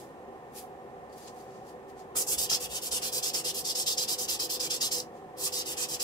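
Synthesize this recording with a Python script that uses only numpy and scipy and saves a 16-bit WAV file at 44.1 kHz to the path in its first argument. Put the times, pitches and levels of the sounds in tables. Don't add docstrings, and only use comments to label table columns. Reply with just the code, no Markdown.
import sys
import numpy as np
from scipy import signal
from scipy.fft import rfft, irfft, next_fast_len
from scipy.io import wavfile
from scipy.ndimage import uniform_filter1d

SR = 44100
rng = np.random.default_rng(int(sys.argv[2]) if len(sys.argv) > 2 else 0)


def output_pcm(signal):
    pcm = np.clip(np.atleast_2d(signal).T, -1, 1) * 32767
    wavfile.write(sys.argv[1], SR, np.round(pcm).astype(np.int16))


N = 265923
TIME = np.arange(N) / SR
FFT_SIZE = next_fast_len(N, real=True)
HZ = np.maximum(np.fft.rfftfreq(FFT_SIZE, 1 / SR), 1)

# start_s, level_db, pressure_slope_db_per_stroke
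STROKES = [(2.147, -40, -5.5), (2.256, -40, 14.5), (2.367, -36, -0.5), (2.485, -31.5, -9), (2.59, -45, 8),
           (2.680, -42, 25.5), (2.805, -39.5, 7), (2.902, -35, -7), (3.009, -35, 3), (3.111, -37, 6),
           (3.215, -34, -2), (3.323, -39, 0), (3.432, -35.5, 5.5), (3.530, -41, 2), (3.635, -33.5, 5),
           (3.74, -33.5, 7), (3.852, -31.5, -8), (3.964, -32.5, -3.5), (4.068, -33.5, -1.5),
           (4.171, -37.5, 0), (4.272, -33, -1), (4.383, -36, -6.5), (4.485, -36.5, -6.5),
           (4.589, -34.5, -1), (4.69, -36, -8), (4.797, -32, -7), (4.901, -38, -16), (5.358, -41.5, 30.5),
           (5.510, -35.5, 4), (5.643, -40.5, 5), (5.758, -36.5, 6), (5.872, -40.5, 9.5), (5.984, -36.5, -4)]
# freq_hz, correlation
NAIL_LIKENESS = [(1200, 0.43), (2000, 0.15), (3000, 1), (3900, 0.94), (5000, 0.7), (6500, 0.3),
                 (10000, 0.12), (15000, 0.26)]
# freq_hz, correlation
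BROAD_LIKENESS = [(60, 0.88), (290, 0.88), (640, 0.9), (1400, 0.57), (3000, 0), (15000, 0)]


def from_db(db):
    return 10 ** (np.asarray(db) / 20)


def unit_rms(x):
    return x / np.sqrt(np.mean(x ** 2) + 1e-20)


def by_hz(points):
    hz, value = np.transpose(points)
    return np.interp(np.log(HZ), np.log(hz), value)


def colour(x, gain):
    return irfft(rfft(x, FFT_SIZE) * gain, FFT_SIZE)[..., :N]


def resonances(modes):
    return sum(from_db(db) ** 2 / (1 + ((HZ ** 2 - hz ** 2) / (HZ * width_hz)) ** 2)
               for hz, width_hz, db in modes)


def drift(rate_hz):
    coarse_s = TIME[::32]
    size = next_fast_len(len(coarse_s))
    hz = np.fft.rfftfreq(size, coarse_s[1])
    slow = irfft(rfft(rng.standard_normal(size)) / (1 + (hz / rate_hz) ** 2), size)
    return np.interp(TIME, coarse_s, unit_rms(slow[:len(coarse_s)]))


def stereo(pair, gain, likeness):
    alike = np.clip(by_hz(likeness), -.99, .99)
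    mid, side = colour(pair, gain * np.sqrt([1 + alike, 1 - alike]))
    return unit_rms(np.array([mid + side, mid - side]))


def stereo_noise(gain, likeness):
    return stereo(rng.standard_normal((2, N)), gain, likeness)


def split_bands(x, edges_hz):
    spectrum = rfft(x.astype(np.float32), FFT_SIZE)
    lowpasses = [1 / (1 + (HZ / hz) ** 12) for hz in edges_hz]
    shares = np.diff(lowpasses, axis=0, prepend=0, append=1).astype(np.float32)
    return [irfft(spectrum * share, FFT_SIZE)[:, :N] for share in shares]


def burst(peak_s, decay_s, rise_s):
    force = np.zeros(N)
    near = slice(*np.searchsorted(TIME, [peak_s - 10 * rise_s, peak_s + 10 * decay_s]))
    age_s = TIME[near] - peak_s
    force[near] = np.exp(-np.maximum(-age_s / rise_s, age_s / decay_s))
    return force


def grains(per_s, spread_db):
    sizes = from_db(spread_db * np.minimum(rng.exponential(1, N), 4))
    return (rng.random(N) < per_s / SR) * sizes * rng.standard_normal((2, N))


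def stroke_motion(start_share=0.21, stop_share=0.42, creep=0.063, usual_db=-36):
    overlap_s, longest_s = 0.0061, 0.15
    speed, pressure_db, effort_db = np.zeros((3, N))
    turns_s = [start_s for start_s, _, _ in STROKES[1:]] + [np.inf]
    for (start_s, level_db, slope_db), turn_s in zip(STROKES, turns_s):
        end_s = min(turn_s + overlap_s, start_s + longest_s)
        on = (TIME >= start_s) & (TIME < end_s)
        progress = (TIME[on] - start_s) / (end_s - start_s)
        ramps = np.clip([progress / start_share, (1 - progress) / stop_share], 0, 1)
        speed[on] = creep + np.prod(np.sin(ramps * np.pi / 2) ** 2, axis=0)
        pressure_db[on] = level_db + slope_db * (np.clip(progress, .15, .8) - .45)
        effort_db[on] = level_db - usual_db
    return speed, pressure_db, effort_db


def stroke_tone(effort_db):
    # time_s, rasp_db, treble_db
    tone = [(2.2, 3, 7), (2.42, 4, 5), (2.53, 5, -0.5), (2.68, 4, -2.5), (3.2, 1, 2), (3.5, 3.5, -0.3),
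            (3.82, -6, 0), (4.15, 0, -1), (4.85, 0, -2), (5.45, -2, -0.1), (5.7, 6, -1.3), (6.0, 1.5, -1)]
    time_s, rasp_points_db, treble_points_db = np.transpose(tone)
    treble_db = np.interp(TIME, time_s, treble_points_db)
    rasp_db = 9.5 + np.interp(TIME, time_s, rasp_points_db) - 0.38 * effort_db
    edge_db = 2.5 + 0.96 * treble_db - 0.48 * effort_db
    fizz_db = 4.0 + treble_db - 0.72 * effort_db
    return rasp_db, edge_db, fizz_db


def buffing(speed, pressure_db, effort_db, ring_db=1.0, chatter_db=0.58):
    # freq_hz, density_db
    grit = [(710, -51), (1200, -22), (1670, -29.5), (1840, -28.5), (2190, -26.5), (3180, -9.5),
            (4020, -5.5), (5040, -1), (6240, -3), (7730, -5), (8790, -7.5), (9570, -6), (11100, -10.5),
            (14400, -10), (15500, -18)]
    # freq_hz, width_hz, level_db
    nail_modes = [(3000, 356, -47), (5020, 620, -2), (7690, 630, -0.5)]
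    body = from_db(by_hz(grit)) * np.sqrt(1 + resonances(nail_modes)) / (1 + (900 / HZ) ** 4)
    scrape = stereo(grains(per_s=26000, spread_db=1.0), body, NAIL_LIKENESS)
    rasp, ring, edge, fizz = split_bands(scrape, edges_hz=(3000, 6000, 9000))
    rasp_db, edge_db, fizz_db = stroke_tone(effort_db)
    sound = (rasp * from_db(rasp_db) * speed ** 0.63
             + ring * from_db(ring_db) * speed ** 1.28
             + edge * from_db(edge_db) * speed ** 1.65
             + fizz * from_db(fizz_db) * speed ** 1.68)
    return sound * from_db(pressure_db + chatter_db * drift(rate_hz=60))


def contact_colour(x, spread_db=2.37, rate_hz=9):
    bands = split_bands(x, edges_hz=np.geomspace(2600, 13000, num=11))
    return sum(band * from_db(spread_db * drift(rate_hz)) for band in bands)


def snags(bite_delay_s=.015, bite_decay_s=0.019, bite_db=-3):
    # peak_s, level_db, decay_s
    edge_snags = [(2.528, -27, .012), (2.549, -27, 0.004), (3.347, -27.5, 0.019), (3.753, -34, 0.017),
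                  (3.981, -31, 0.0089), (4.6, -34, 0.0069), (5.003, -29.5, 0.0025), (6.002, -39, 0.01)]
    bites = [(start_s + bite_delay_s, db + bite_db - 0.6 * slope_db, bite_decay_s)
             for start_s, db, slope_db in STROKES]
    force = sum(from_db(db) * burst(s, decay_s, rise_s=.0025) for s, db, decay_s in bites + edge_snags)
    body = np.sqrt(resonances([(3130, 480, -14.5), (5150, 510, 1), (6900, 800, -6)]))
    return force * stereo(grains(per_s=20000, spread_db=1.0), body, NAIL_LIKENESS)


def landing(level_db=-35):
    spectrum_db = by_hz([(1000, -10), (3000, -10), (6000, 1), (10000, 5), (15000, -3)])
    body = from_db(spectrum_db) / (1 + (900 / HZ) ** 4)
    force = from_db(level_db) * burst(peak_s=2.157, decay_s=.006, rise_s=.0006)
    return force * stereo_noise(body, NAIL_LIKENESS)


def knocks():
    # peak_s, level_db
    pushes = [(2.156, -38), (2.38, -59), (2.516, -37.5), (2.532, -46), (2.924, -44.5), (3.342, -42.5),
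              (4.397, -47), (4.823, -47)]
    core_modes = [(172, 150, -1.0), (490, 350, 5.5), (870, 280, 1), (1340, 120, 5), (1850, 340, -36)]
    force = sum(from_db(db) * burst(s, decay_s=0.025, rise_s=0.0025) for s, db in pushes)
    return force * stereo_noise(np.sqrt(resonances(core_modes)), BROAD_LIKENESS)


def hand_rumble(speed, level_db=-46, smooth_s=0.061):
    # freq_hz, width_hz, level_db
    hand_modes = [(71, 30, -16), (146, 8, -9.5), (326, 1.8, 6.5), (406, 46, -4.5), (482, 8.9, -17),
                  (498.4, 9.1, 6), (550, 18, -9.5), (777, 150, -16), (1016, 55, -12.5)]
    drive = uniform_filter1d(speed, size=int(smooth_s * SR))
    return from_db(level_db) * drive * stereo_noise(np.sqrt(resonances(hand_modes)), BROAD_LIKENESS)


def table_thuds(pitch_hz=68, decay_s=0.035):
    # peak_s, level_db
    bumps = [(2.156, -55), (2.329, -52), (2.38, -47), (2.64, -52), (2.707, -47), (2.923, -49)]
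    return sum(from_db(db) * burst(s, decay_s, decay_s / 2) * np.sin(2 * np.pi * pitch_hz * (TIME - s))
               for s, db in bumps)


def brushes(flutter_db=0.3, rise_share=0.9):
    # peak_s, level_db, decay_s, fizz_tilt_db
    touches = [(.005, -52, .045, -5.5), (0.587, -42.5, 0.029, -2), (1.138, -60, .014, -9),
               (1.185, -57.5, 0.014, -2), (1.24, -54.5, 0.046, -9.5), (1.285, -53.5, 0.012, -18),
               (1.406, -59, 0.042, -7), (1.563, -65, 0.066, -15), (1.695, -57.5, .028, -8),
               (1.901, -59, 0.014, -8), (2.003, -58, 0.024, -13), (5.178, -65, .035, -11)]
    hiss_db = by_hz([(1000, -19.5), (2800, -9.5), (4800, -7.5), (7500, -5), (11000, -1.5), (15000, -7.5)])
    body = from_db(hiss_db) * np.sqrt(1 + resonances([(4830, 210, 1.4)]))
    hiss = stereo(grains(per_s=15000, spread_db=2.0), body, BROAD_LIKENESS)
    hiss *= from_db(flutter_db * drift(rate_hz=70))
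    low, high = split_bands(hiss, edges_hz=(8000,))
    out = np.zeros((2, N))
    for peak_s, db, decay_s, tilt_db in touches:
        age = (TIME - peak_s) / decay_s
        swell = np.exp(-np.where(age < 0, .5 * (age / rise_share) ** 2, age).clip(0, 30))
        out += swell * from_db(db) * (low * from_db(-tilt_db / 2) + high * from_db(tilt_db / 2))
    return out


def nail_ticks():
    # peak_s, level_db, decay_s
    touches = [(1.096, -65, 0.015), (1.127, -63, 0.034), (1.18, -66, .012), (1.248, -55, .006),
               (1.277, -61, .006), (1.403, -58, .008), (1.51, -62, .005), (1.692, -60, .005)]
    body = np.sqrt(resonances([(4550, 180, 0), (6800, 900, -13), (10000, 3000, -25)]))
    force = sum(from_db(db) * burst(s, decay_s, rise_s=.0006) for s, db, decay_s in touches)
    return force * stereo_noise(body, NAIL_LIKENESS)


def near_echoes(x, sway_s=.00012):
    # delay_s, gain
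    echoes = [(.0011, 0.48), (.0026, 0.4), (.0043, .22)]
    out = x.copy()
    for delay_s, gain in echoes:
        for side in range(2):
            out[side] += gain * np.interp(TIME - delay_s - sway_s * drift(rate_hz=1.75), TIME, x[side])
    return out


def at_microphone(x, left_lead_s=0.0002):
    # freq_hz, left_minus_right_db
    port_shade = [(100, -1), (350, 1.5), (600, -0.5), (1000, -3), (1500, -2.5), (2600, 3.5), (3300, -0.5),
                  (4800, -0.5), (5600, -1.5), (6800, 0), (8000, -6.5), (9200, 0.5), (15000, -2)]
    lead = np.exp(2j * np.pi * HZ * left_lead_s * np.array([[1], [0]]))
    shade = from_db(by_hz(port_shade) * np.array([[.5], [-.5]]))
    return colour(x, lead * shade)


def room_tail(x, level_db=-11.5, t60_s=0.16, first_echo_s=0.0041):
    t = TIME[:SR // 2]
    tail = rng.standard_normal((2, len(t))) * from_db(-60 * t / t60_s) * (t > first_echo_s)
    return from_db(level_db) * signal.fftconvolve(x, unit_rms(tail) / np.sqrt(len(t)), axes=1)[:, :N]


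def fan(level_db=-45.97):
    # freq_hz, density_db
    air = [(25, -28), (60, -18), (100, -15.5), (200, -11), (290, -11), (400, -6), (620, -13), (820, -14.5),
           (1100, -13.5), (1500, -22.5), (2200, -25.5), (4500, -38), (8000, -39.5), (15500, -46.5)]
    # freq_hz, width_hz, level_db
    room_modes = [(67.3, 10, 9), (130.5, 10, 7.5), (164.3, 4.1, 10.5), (233.4, 19.5, 6.5),
                  (326.5, 6.3, 7.5), (388, 15.8, 10), (499, 18, 12), (559.5, 4.5, 13.5), (703, 40, 5),
                  (748.3, 41, 16), (828, 14, 11), (1028, 11, 9.5), (1810, 58, 10.5)]
    body = from_db(by_hz(air)) * np.sqrt(1 + resonances(room_modes))
    return from_db(level_db) * stereo_noise(body, BROAD_LIKENESS)


def scene():
    speed, pressure_db, effort_db = stroke_motion()
    scrape = contact_colour(buffing(speed, pressure_db, effort_db))
    nail = near_echoes(scrape + snags())
    handling = hand_rumble(speed) + knocks() + table_thuds() + nail_ticks()
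    close = at_microphone(nail + handling + landing()) + brushes()
    return close + room_tail(close) + at_microphone(fan())


def record(dry):
    cutoff_hz = 15700
    return signal.sosfilt(signal.ellip(12, .2, 80, cutoff_hz, fs=SR, output="sos"), dry)


dry = scene()
out = record(dry)
output_pcm(out)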